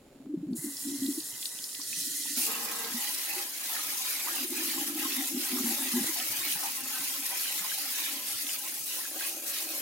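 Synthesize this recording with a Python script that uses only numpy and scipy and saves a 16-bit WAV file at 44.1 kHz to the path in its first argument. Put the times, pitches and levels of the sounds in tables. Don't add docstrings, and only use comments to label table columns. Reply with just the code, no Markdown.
import sys
import numpy as np
from scipy import signal
from scipy.fft import rfft, irfft, next_fast_len
from scipy.io import wavfile
from scipy.ndimage import uniform_filter1d, map_coordinates

SR = 44100
rng = np.random.default_rng(int(sys.argv[2]) if len(sys.argv) > 2 else 0)


def unload_wav(signal):
    wavfile.write(
        sys.argv[1],
        SR,
        np.round(np.clip(np.atleast_2d(signal).T, -1, 1) * 32767).astype(np.int16),
    )


N = 432621

# (frequency [Hz], level [dB])
KITCHEN_TONE = [(25, -35), (60, -22), (120, -16), (200, -3), (270, 7), (450, -3), (620, -3.5),
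                (1000, -16.5), (4000, -21), (16000, -25)]
# (frequency [Hz], level [dB])
ECHO_TONE = [(300, -22), (800, -10), (5000, -8), (10000, -10)]
ECHO_T60 = .16
# (frequency [Hz], likeness [0 to 1])
LEFT_RIGHT_LIKENESS = [(100, .94), (330, .98), (600, .8), (1200, .58), (2500, .45), (5000, .05),
                       (7000, .38), (9000, .7), (12000, .58), (16000, .58)]
# (frequency [Hz], difference [dB])
LEFT_RIGHT_LEAN = [(300, 1.3), (700, -1.5), (1200, 3), (1900, 1), (2500, -3.5), (3300, -2.5), (5000, -2.5),
                   (6500, -3.5), (9000, -4), (12000, -2)]
TOP_HZ = 15950
STREAM_SIDE_DB, PATTER_SIDE_DB, PLOP_SIDE_DB = -24, 3, 4

# (time [s], level before the pulse shape [dB])
BUMPS = [(0.26, -38), (6.044, -25)]
# (time [s], level before shaping [dB], pitch [Hz], 60 dB fall of the bubble note [s])
FAT_DROPS = [(.532, -47, 4350, .03), (.769, -32, 5400, .02), (1.063, -32, 3880, .015),
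             (1.204, -34, 4470, .02), (1.428, -29.5, 3350, 0.011), (1.456, -24, 4200, 0.0088),
             (1.589, -36, 3300, .012), (1.641, -26, 5330, .012), (1.692, -35, 4600, .008),
             (1.748, -34, 2900, .008), (1.75, -30, 5300, .008), (1.798, -40, 1030, .04),
             (1.816, -30, 5600, .02), (1.929, -30.5, 2480, 0.047), (2.254, -39.5, 870, 0.056),
             (2.847, -30, 3650, .008), (3.764, -26, 1450, .003), (3.7673, -29, 1900, .007),
             (3.948, -36, 1980, .015), (4.272, -31, 1080, 0.043), (4.284, -28, 1210, 0.069),
             (5.12, -30, 2550, .025), (5.209, -32, 1910, .01), (5.515, -28.5, 2640, .015),
             (5.57, -32, 1300, 0.027), (5.585, -30.5, 1170, 0.06), (5.688, -31, 1810, .015),
             (5.867, -30, 2580, .025), (6.2, -28, 2960, .018), (6.234, -31, 2220, .01),
             (6.452, -33, 2580, .015), (6.523, -23, 3080, .01), (7.397, -26.5, 4680, .01),
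             (7.456, -32, 1600, 0.03), (7.646, -32, 1040, 0.033), (7.717, -29, 1560, 0.053),
             (8.467, -30, 3300, .02), (8.493, -30, 2880, .025), (9.052, -32.5, 1570, .05),
             (9.209, -31, 1540, 0.055)]
SPLAT_TONE = [(200, -19), (900, -1.5), (5000, 4.5), (15000, -12)]  # (frequency [Hz], level [dB])
SLAP_CYCLES = 6.7
SLAP_WIDTH = 0.3

# (time [s], level [dB])
TRICKLE_LEVEL = [(0, -60), (.2, -59), (.33, -65), (.5, -59), (.6, -69), (1.5, -69), (1.9, -82)]
# (frequency [Hz], level [dB])
TRICKLE_COLOUR = [(250, 13.5), (550, 15), (950, 1), (4500, -5), (6500, -13), (7050, 2), (7700, -11),
                  (11000, -9), (16000, -27)]
# (time [s], level before the pipe [dB], middle pitch [Hz], 60 dB fall [s])
AIR_GULPS = [(.15, -45, 260, .07), (.197, -40, 265, .08), (.259, -34.5, 271, 0.12), (.287, -31.5, 301, 0.5),
             (.335, -20.5, 318, 0.025), (.365, -27.5, 180, 0.091), (.405, -32, 180, .05),
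             (.425, -27.5, 303, 0.11), (.462, -32, 170, 0.058), (.482, -24.5, 260, 0.091),
             (.503, -22.5, 220, 0.042), (.52, -20.5, 245, 0.078), (.515, -36, 150, .05),
             (.58, -31, 148, 0.064), (.638, -28.5, 289, 0.11), (.661, -30.5, 283, 0.21),
             (.847, -31, 274, 0.1), (.864, -26.5, 271, 0.28), (.915, -26, 285, 0.26),
             (1.016, -22.5, 273.4, 0.29), (1.081, -18.5, 293, 0.064), (1.102, -30, 282, 0.14),
             (1.173, -26.5, 308, 0.066), (1.788, -43.5, 285, 0.074), (1.968, -48, 286, 0.043),
             (2.07, -38, 298, 0.06), (2.25, -44, 275, .09), (2.3, -39, 291, 0.21), (2.369, -31, 249, 0.11),
             (2.94, -28.5, 240, 0.14), (3.361, -38.5, 368, 0.13), (4.439, -36, 360, 0.12),
             (4.512, -29.5, 349, 0.11), (4.61, -32, 347, .09), (4.68, -41, 315, .15),
             (4.775, -32, 325, 0.056), (4.952, -30, 314, 0.064), (4.988, -28, 300, 0.034),
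             (5.048, -28.5, 272, 0.073), (5.178, -29, 275.6, 0.23), (5.342, -27.5, 251, 0.18),
             (5.367, -28.5, 282, 0.05), (5.523, -28.5, 250, 0.28), (5.6, -23.5, 260, 0.079),
             (5.638, -25.5, 238, 0.27), (5.712, -39, 241, .12), (5.795, -33.5, 302, 0.14),
             (5.934, -22, 244, 0.15), (5.971, -30, 252, 0.064), (6.005, -24.5, 229, 0.11),
             (6.086, -29.5, 318, 0.059), (6.55, -40, 170, 0.082), (8.125, -41, 285, 0.074),
             (8.44, -42, 283, 0.17)]
# (frequency [Hz], gain [dB])
PIPE_GAIN = [(60, -18), (130, -8), (175, -4.5), (380, 0), (600, -11)]
GULP_SWELL_S, SETTLE_S = 0.01, 0.062
# (frequency [Hz], level [dB])
SMALL_BUBBLE_TONE = [(30, -50), (90, -38), (170, -29), (225, -2), (275, 5.5), (330, 0), (375, 0),
                     (450, -24.5), (600, -28), (1000, -55), (2500, -110)]
# (time [s], small bubbles before random drift [dB])
RUNOFF_LEVEL = [(1.4, -76), (1.9, -61.5), (2.4, -54), (2.8, -60), (3.2, -63), (4.05, -65), (4.25, -57.5),
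                (4.42, -47), (4.55, -44), (6.0, -43.5), (6.17, -54.5), (7.6, -61), (8.7, -64.5),
                (9.8, -60.5)]
SHED_DB = -10.5
# (frequency [Hz], level [dB])
DEEP_TONE = [(40, -14.0), (100, 0.0), (190, 4.5), (400, 10), (1500, -75)]
DEEP_DB, DEEP_SHED_DB = -69.5, -33.5
DEEP_STOP_S, DEEP_FADE_DB = 8.8, 21
CHOKE_START_S, CHOKE_END_S = 4.5, 6.0
CHOKE_HZ, CHOKE_SAG_HZ_PER_S = 344.3, 68
CHOKE_DB, CHOKE_RISE_DB_PER_S, CHOKE_T60 = -43, 4, 0.19
CHOKE_SAG = .04
# (time [s], dip [dB], half-width [s])
CHOKE_CATCHES = [(5.28, 15, 0.024), (5.475, 6, 0.02), (5.76, 13, 0.017), (5.89, 1, 0.013)]

TAP_ON_S, PUSH_S, PUSH_LENGTH_S, SPRAY_ON_S = 0.55, 1.726, 0.19, 2.368
# (time [s], level [dB])
FIZZ_LEVEL = [(.55, -41), (.85, -39.5), (1.2, -39), (1.6, -41.5), (1.78, -42), (2.0, -36), (2.37, -36)]
# (frequency [Hz], level [dB])
FIZZ_TONE = [(300, -54), (900, -52), (2300, -37), (4000, -6), (6000, -3.5), (7100, 8.5), (8300, 4.5),
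             (9400, 9.5), (10000, 7), (11600, 7), (12400, 1), (16000, 1)]
# (frequency [Hz], width [Hz], level [dB])
SPOUT_MODES = [(1993, 76, 0)]
SPOUT_SHOULDER = [(1760, 160, 0)]
# (frequency [Hz], level [dB])
SPOUT_RING_TONE = [(1500, -16), (1720, 0), (1900, 1), (2060, 4), (2200, -26), (3000, -36)]
RING_DB, RING_WAVER_HZ = -21, 30
# (frequency [Hz], level [dB])
SPLASH_TONE = [(300, -43), (1000, -29), (1540, -10.5), (1640, -24), (1900, -5), (2200, -18), (2360, -12),
               (2620, -9), (2900, -8), (3200, -4), (3650, -4.5), (4100, 2), (4700, -2), (5600, 3),
               (8000, -6.5), (16000, -40)]
SPLASH_DB, SPLASH_PUSH_DB = -47.5, 8.5
DRY_DB, WETTING_S = -9.5, 0.26
# (frequency [Hz], width [Hz], level [dB])
STREAM_STEEL_MODES = [(726, 25, -2), (937, 86, -0.5), (1220, 90, -3), (1556, 40, 2)]
STEEL_DB, STEEL_FULL_FLOW_DB = -65, -12

SPRAY_RISE_S = 0.018
SURGE_DB, SURGE_S, SURGE_FALL_S = 5.5, 0.085, 0.1
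# (time [s], mesh [dB], patter [dB], plops [dB])
SPRAY_LEVELS = [(2.4, -33.5, -39, -49), (2.8, -36.5, -40, -43.5), (3.1, -34, -38.5, -51.5),
                (3.6, -34, -38.5, -49), (5.2, -34, -37.5, -53.5), (5.6, -32.5, -38, -50),
                (6.7, -33, -38, -49), (8.1, -34, -38, -55.5), (8.7, -34.5, -43, -53.5),
                (9.8, -34, -42, -59)]
# (frequency [Hz], level [dB])
MESH_TONE = [(800, -58), (2500, -12.5), (4500, -8.5), (6800, -4), (8200, -6), (8800, -6.5), (9300, 0),
             (9900, -5), (10600, -0.5), (11100, -5), (11650, 1), (12500, -5.5), (14000, -4), (16000, -7)]
# (frequency [Hz], level [dB])
PATTER_TONE = [(300, -47), (1200, -9), (1650, -7.5), (2000, 0.5), (2200, 0.5), (2520, 3.5), (3200, -1),
               (3700, 1), (5500, -0.5), (8000, -11.5), (16000, -2)]
# (frequency [Hz], level [dB])
PLOP_TONE = [(60, -47), (200, -22), (460, -4), (580, -1), (660, -9.5), (800, 4.5), (920, -1.5), (1060, 5.5),
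             (1170, -5), (1275, 4), (1450, -5), (1590, 1.5), (2000, 4), (5000, -49)]
# (time [s], dip of the patter [dB], dip of the sizzle [dB], half-width [s])
SPRAY_LULLS = [(3.53, 7.5, 5, 0.066), (3.99, 3, -1.5, 0.022), (4.49, 8.5, 1.5, 0.025),
               (4.925, 6.5, 4.5, 0.022), (5.345, 8, 4, 0.03), (6.81, 4, 3, 0.088), (7.2, 5, 1.5, 0.022),
               (8.21, 2.5, 3.5, 0.033), (8.44, 1, 3.5, 0.015), (8.605, 6, 2, 0.029),
               (8.82, 7.5, 1.5, 0.048), (9.12, 5, 3, 0.044), (9.405, 6.5, 5.5, 0.042),
               (9.68, -0.5, 2.5, 0.022)]
PLOP_LULL = 0.74
# (time [s], rise of the plops [dB])
PUDDLE_CROSSINGS = [(3.39, 5), (3.77, 5), (4.29, 6), (4.62, 7.5), (4.79, 0), (5.04, 9), (5.21, 4),
                    (5.85, 1), (6.1, 4), (6.33, 1), (6.65, 6), (6.98, 5.5), (7.33, 7), (7.66, 6),
                    (8.03, 10), (8.95, 2), (9.23, 6), (9.6, 6)]
PUDDLE_S = 0.029
# (time [s], rise of the patter [dB], half-width [s])
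NOODLE_SPATTERS = [(3.81, 2, .04), (4.38, 1, .03), (4.71, 3, .025), (5.13, 4, 0.022), (5.88, 1.5, .025),
                   (6.17, 2.5, .02), (6.48, 4.5, 0.026), (6.68, 2.5, .014), (7.96, 2, 0.023),
                   (8.5, 1, 0.011), (8.555, 5, 0.011), (8.94, 3, .035), (9.24, 4.5, 0.045),
                   (9.56, 4.5, 0.039)]
SPIT_DB = -10.5
# (frequency [Hz], level [dB])
SPIT_COLOUR = [(400, -23.5), (800, -6), (2500, -2), (4500, 6), (9000, 7), (16000, -18)]
# (frequency [Hz], width [Hz], level [dB])
HOLLOW_MODES = [(1860, 180, -5.5), (2550, 170, -5), (3030, 260, -1)]
HOLLOW_DB = -43.5
WALL_PAN_DB, NOODLE_PAN_DB = 3, 4.5
LOW_JETS_DB, LOW_JETS_S = 3.5, 0.14
# (start [s], end [s], back wall [dB], floor [dB], corner [dB])
BASIN_CONTACTS = [(2.465, 2.9, -44, -68, -68), (2.962, 3.12, -70, -80, -48.5),
                  (3.27, 3.44, -65, -85, -49.5), (4.74, 4.83, -83, -80, -50.5),
                  (5.59, 5.803, -80.5, -60, -72), (9.083, 9.9, -80, -57, -80), (9.303, 9.9, -78, -72, -80)]
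BASIN_FADE_S, STRAY_DB = 0.045, -61.5
# (frequency [Hz], width [Hz], level [dB])
WALL_MODES = [(223, 21, 0.5), (460, 20, 5), (780, 79, -5), (920, 37, 1), (1070, 70, -1), (1284, 45, 0.5),
              (1600, 90, -4.5), (1980, 78, -2.5)]
# (frequency [Hz], width [Hz], level [dB])
FLOOR_MODES = [(322.6, 20, -2.5), (580, 54, -5), (779, 12, -5), (1273, 60, -18), (1590, 59, -13)]
# (frequency [Hz], width [Hz], level [dB])
CORNER_MODES = [(820, 37, 1), (1990, 70, -5.5)]


def amp(db):
    return 10 ** (np.asarray(db) / 20)


def unit(x):
    return x / np.sqrt(np.mean(x ** 2) + 1e-20)


def along(points, hz):
    f, value = np.transpose(points)
    return np.interp(np.log(hz + 1), np.log(f + 1), value)


def curves(rows):
    s, *cols = np.transpose(rows)
    return [np.interp(np.arange(N) / SR, s, c) for c in cols]


def opening(start, length):
    return np.clip((np.arange(N) / SR - start) / length, 0, 1)


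def swell(s, width):
    return np.exp(-.5 * ((np.arange(N) / SR - s) / width) ** 2)


def wobble(rate):
    points = rng.standard_normal(int(N * rate / SR) + 4)
    return map_coordinates(points, [np.arange(N) * rate / SR])


def filtered(x, response):
    m = next_fast_len(N + SR // 2)
    return irfft(rfft(x, m) * response(np.fft.rfftfreq(m, 1 / SR)), m)[..., :N]


def shaped(x, spectrum):
    return filtered(x, lambda hz: amp(along(spectrum, hz)))


def resonate(x, modes):
    def response(f):
        total = 0
        for k, (centre, width, db) in enumerate(modes):
            damping = 1j * f * width
            total = total + (-1) ** k * amp(db) * damping / (centre * centre - f * f + damping)
        return total
    return filtered(x, response)


def spread(pair, side_db=0):
    def mid_side(hz):
        turn = np.arccos(np.clip(along(LEFT_RIGHT_LIKENESS, hz), -1, 1)) / 2
        return np.array([np.cos(turn), amp(side_db) * np.sin(turn)])
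    mid, side = filtered(pair, mid_side)
    stereo = np.array([mid + side, mid - side])
    return unit(filtered(stereo, lambda hz: amp(np.outer([.5, -.5], along(LEFT_RIGHT_LEAN, hz)))))


def patchy(x, depth_db, bins, frames):
    z = signal.stft(x, nperseg=1024)[2]
    field = uniform_filter1d(rng.standard_normal(z.shape[1:]), bins, 0)
    field = uniform_filter1d(field, frames, 1)
    return unit(signal.istft(z * amp(depth_db * unit(field)), nperseg=1024)[1][:, :N])


def add(track, s, sound):
    part = track[..., round(s * SR):][..., :sound.shape[-1]]
    part += sound[..., :part.shape[-1]]


def hiss():
    return rng.standard_normal((2, N))


def ticks(rate, scatter_db):
    return unit((rng.random((2, N)) < rate / SR) * np.sign(hiss()) * amp(scatter_db * np.clip(hiss(), -2, 2)))


def bubbles(count, low_hz, high_hz, cycles, scatter_db, size):
    t = np.arange(size) / SR
    when, pitch, life, weight, side = rng.random((count, 5)).T
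    hz = low_hz * (high_hz / low_hz) ** pitch
    age = np.outer(hz / (cycles * (.5 + life)), t)
    strength = amp(scatter_db * np.minimum(-np.log(1 - weight), 4)) * np.sqrt(hz / low_hz)
    turn = 2 * np.pi * np.outer(hz, t) * (1 + 0.042 * np.minimum(age, 2))
    rings = strength[:, None] * np.exp(-np.pi * age) * np.sin(turn)
    where = (when * N).astype(int) + N * (side > .5)
    places = (where[:, None] + np.arange(size)).ravel()
    return unit(np.bincount(places, rings.ravel(), 2 * N)[:2 * N].reshape(2, N))


def quiet_kitchen(level_db=-61):
    return amp(level_db) * spread(shaped(hiss(), KITCHEN_TONE))


def kitchen_echo(x, count=24):
    t, wet = np.arange(SR // 4) / SR, np.zeros((2, N))
    for part in np.array_split(np.arange(N), count):
        tail = rng.standard_normal((2, len(t))) * amp(-60 * t / ECHO_T60) * (t > .002)
        add(wet, part[0] / SR, signal.fftconvolve(x[:, part], tail / np.linalg.norm(tail[0]), axes=1))
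    return shaped(wet, ECHO_TONE)


def bumps(push=0.00046):
    out, u = np.zeros(N), np.arange(SR // 20) / SR / push
    for s, db in BUMPS:
        add(out, s, amp(db) * np.e * u * (1 - u / 2) * np.exp(-u))
    return out


def trickle():
    return spread(shaped(hiss() + 2.6 * ticks(2000, 4.9), TRICKLE_COLOUR)) * amp(curves(TRICKLE_LEVEL)[0])


def splats(level_db=-1, slap=0.62, note_db=-5, rise_per_s=4):
    out, t = np.zeros((2, N)), np.arange(SR // 12) / SR
    for s, db, hz, t60 in FAT_DROPS:
        turn = 2 * np.pi * hz * t * (1 + rise_per_s * t) + rng.uniform(0, np.pi / 3, (2, 1))
        envelope = slap * amp(-60 * t * hz / SLAP_CYCLES) + amp(note_db - 60 * t / t60)
        band = signal.butter(2, [hz / (1 + SLAP_WIDTH), hz * (1 + SLAP_WIDTH)], "band", fs=SR)
        note = signal.lfilter(*band, envelope * np.sin(turn))
        crackle = unit(signal.lfilter(*band, rng.standard_normal((2, len(t)))))
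        add(out, s, amp(db + level_db) * (note + 0.4 * crackle * amp(-60 * t / 0.027)))
    return shaped(out, SPLAT_TONE)


def gulping(rows, sag, scoop=.16, scoop_s=.012):
    out, t = np.zeros(N), np.arange(SR // 3) / SR
    for s, db, hz, t60 in rows:
        rise = np.sin(np.pi / 2 * np.minimum(t / GULP_SWELL_S, 1)) ** 2
        envelope = rise * amp(db - 60 * np.maximum(t - GULP_SWELL_S, 0) / t60)
        pitch = hz * (1 + sag * (np.exp(-t / SETTLE_S) - .5) - scoop * np.exp(-t / scoop_s))
        add(out, s, envelope * np.sin(2 * np.pi * np.cumsum(pitch) / SR))
    return out


def choking(count=40, scatter_db=-1.5, detune=0.082):
    slip, size, tune = rng.uniform(-1.2, 1, (count, 3)).T
    age = (np.arange(count) + .5 + 0.361 * slip) / count * (CHOKE_END_S - CHOKE_START_S)
    db = CHOKE_DB + CHOKE_RISE_DB_PER_S * age + scatter_db * size
    hz = (CHOKE_HZ - CHOKE_SAG_HZ_PER_S * age) * (1 + detune * tune)
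    return list(zip(CHOKE_START_S + age, db, hz, np.full(count, CHOKE_T60)))


def small_bubbles(stir, lumps_db=2.2, drift_db=0.5):
    runoff_db, = curves(RUNOFF_LEVEL)
    small = bubbles(2400, 210.1, 411.4, 27.5, 2.43, size=2400) + 0.39 * ticks(450, 1.7)
    level = np.hypot(amp(runoff_db + drift_db * wobble(12.0)), amp(SHED_DB) * stir)
    return spread(shaped(small, SMALL_BUBBLE_TONE)) * level * amp(lumps_db * wobble(30))


def deep_bubbles(stir):
    large = shaped(bubbles(600, 97.0, 185, 8.1, 4.7, size=5000), DEEP_TONE)
    steady_db = DEEP_DB - DEEP_FADE_DB * opening(DEEP_STOP_S, 0.43) + 1.9 * wobble(5.2)
    return spread(large) * np.hypot(amp(steady_db), amp(DEEP_SHED_DB) * stir)


def drain(sag=0.15, linger_s=0.07):
    pause = amp(-sum(db * swell(s, width) for s, db, width in CHOKE_CATCHES))
    choked = pause * gulping(choking(), CHOKE_SAG, scoop=0.047)
    gulps = shaped(gulping(AIR_GULPS, sag) + choked, PIPE_GAIN)
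    stir = np.sqrt(np.abs(uniform_filter1d(gulps ** 2, int(linger_s * SR))))
    return gulps * amp([[.3], [-.3]]) + pause * small_bubbles(stir) + deep_bubbles(stir)


def aerator_fizz(air_db, pan_db=3):
    fizz = patchy(shaped(hiss() + 0.42 * ticks(4000, 2.6), FIZZ_TONE), depth_db=1.6, bins=4, frames=6)
    fizz = spread(fizz, side_db=STREAM_SIDE_DB) * amp([[pan_db / 2], [-pan_db / 2]])
    return fizz * amp(air_db + 1.6 * wobble(45.17) + 0.33 * wobble(4.2))


def waver(x, depth_hz, rate):
    drift = np.cumsum(wobble(rate)) * depth_hz / SPOUT_MODES[0][0]
    return np.array([map_coordinates(side, [np.arange(N) + drift], mode="mirror") for side in x])


def spout_ring(air_db, flow):
    ring = resonate(resonate(hiss(), SPOUT_MODES), SPOUT_SHOULDER)
    ring = spread(shaped(ring, SPOUT_RING_TONE), side_db=STREAM_SIDE_DB)
    ring_db = air_db + RING_DB + 2.4 * wobble(22) + 1.2 * wobble(8) + 1.2 * flow
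    return waver(ring, depth_hz=RING_WAVER_HZ, rate=16) * amp(ring_db) * opening(0.553, 0.05)


def stream_splash(flow):
    wet_db = SPLASH_DB + SPLASH_PUSH_DB * flow + DRY_DB * (1 - opening(TAP_ON_S, WETTING_S)) + 1.1 * wobble(29.65)
    drops = (bubbles(1800, 2560, 8900, 7.8, 1.3, size=400) + 1.0 * ticks(260, 2.8)) * (1.7 - 0.62 * flow)
    splash = patchy(spread(shaped(drops + 4.3 * hiss(), SPLASH_TONE)), depth_db=2.5, bins=6, frames=4)
    return splash * amp(wet_db)


def tap():
    flow = opening(PUSH_S, PUSH_LENGTH_S)
    air_db, = curves(FIZZ_LEVEL)
    valve = 0.074 * opening(0.5, .04) + opening(TAP_ON_S, 0.019)
    steel = spread(resonate(ticks(2500, 3), STREAM_STEEL_MODES)) * amp(STEEL_DB + STEEL_FULL_FLOW_DB * flow)
    stream = aerator_fizz(air_db) + spout_ring(air_db, flow) + steel + stream_splash(flow)
    return stream * valve * (1 - opening(SPRAY_ON_S, 0.099))


def basin():
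    wall, floor, corner = 0, amp(STRAY_DB), 0
    for start, end, wall_db, floor_db, corner_db in BASIN_CONTACTS:
        contact = opening(start - BASIN_FADE_S / 2, BASIN_FADE_S) - opening(end - BASIN_FADE_S / 2, BASIN_FADE_S)
        wall = wall + amp(wall_db) * contact
        floor = floor + amp(floor_db) * contact
        corner = corner + amp(corner_db) * contact
    wall_sound = spread(resonate(ticks(1500, 1.7), WALL_MODES)) * wall
    corner_sound = spread(resonate(ticks(1500, 2), CORNER_MODES)) * corner
    floor_sound = spread(resonate(ticks(300, 3.7), FLOOR_MODES)) * floor * amp(3.1 * wobble(12))
    return wall_sound + corner_sound + floor_sound


def mesh_sizzle(level_db, flutter, on_noodles):
    pan_db = WALL_PAN_DB + (NOODLE_PAN_DB - WALL_PAN_DB) * on_noodles
    dip_db = sum(db * swell(s, width) for s, _, db, width in SPRAY_LULLS)
    mesh = patchy(spread(shaped(hiss() + 0.63 * ticks(4000, 4.5), MESH_TONE)), depth_db=2.5, bins=12, frames=3)
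    flicker_db = 1.16 * flutter + 0.82 * wobble(150) + 0.49 * wobble(18)
    return mesh * amp(level_db - dip_db + flicker_db + np.outer([.5, -.5], pan_db))


def noodle_patter(level_db, flutter):
    drops = bubbles(11000, 1326, 7070, 28, 1.2, size=420) + 2.44 * ticks(2200, .6) + 1.76 * hiss()
    patter = spread(shaped(drops, PATTER_TONE), side_db=PATTER_SIDE_DB)
    patter = patchy(patter, depth_db=4.2, bins=6, frames=5)
    spit = spread(shaped(bubbles(3000, 1200, 6000, 3, 1.7, size=200), SPIT_COLOUR))
    return (patter + amp(SPIT_DB) * spit) * amp(level_db + 0.2 * flutter + 0.31 * wobble(25))


def puddle_plops(level_db, flutter, on_noodles):
    puddle_db = sum(db * swell(s, PUDDLE_S) for s, db in PUDDLE_CROSSINGS)
    pools = bubbles(4000, 614.6, 2113, 50, 1.06, size=1200) + 1.35 * ticks(1400, .7) + 0.3 * hiss()
    plops = patchy(spread(shaped(pools, PLOP_TONE), side_db=PLOP_SIDE_DB), depth_db=3.4, bins=3, frames=5)
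    plops = (.5 + .5 * on_noodles) * plops * amp(level_db + puddle_db + 0.3 * flutter + 1.1 * wobble(12))
    return plops * amp(LOW_JETS_DB * (1.5 - opening(SPRAY_ON_S, LOW_JETS_S)))


def sprayer(patter_surge=0.16):
    jets_db, hits_db, pools_db = curves(SPRAY_LEVELS)
    surge_db = SURGE_DB * (1 - opening(SPRAY_ON_S + SURGE_S, SURGE_FALL_S))
    lull_db = sum(db * swell(s, width) for s, db, _, width in SPRAY_LULLS)
    spatter_db = sum(db * swell(s, width) for s, db, width in NOODLE_SPATTERS)
    on_noodles = opening(2.83, 0.63)
    flutter = wobble(75)
    mesh = mesh_sizzle(jets_db + surge_db, flutter, on_noodles)
    patter = noodle_patter(hits_db + spatter_db + patter_surge * surge_db - lull_db, flutter)
    plops = puddle_plops(pools_db - PLOP_LULL * lull_db, flutter, on_noodles)
    hollows = spread(resonate(ticks(2500, 1.5), HOLLOW_MODES)) * amp(HOLLOW_DB) * (amp(spatter_db) - 1)
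    spray = mesh + patter + plops + hollows + basin()
    return spray * opening(SPRAY_ON_S - SPRAY_RISE_S / 2, SPRAY_RISE_S)


def scene():
    water = trickle() + drain() + tap() + sprayer() + splats() + bumps()
    return water + kitchen_echo(water) + quiet_kitchen()


def record(dry):
    return filtered(dry, lambda hz: hz < TOP_HZ)


dry = scene()
out = record(dry)
unload_wav(out)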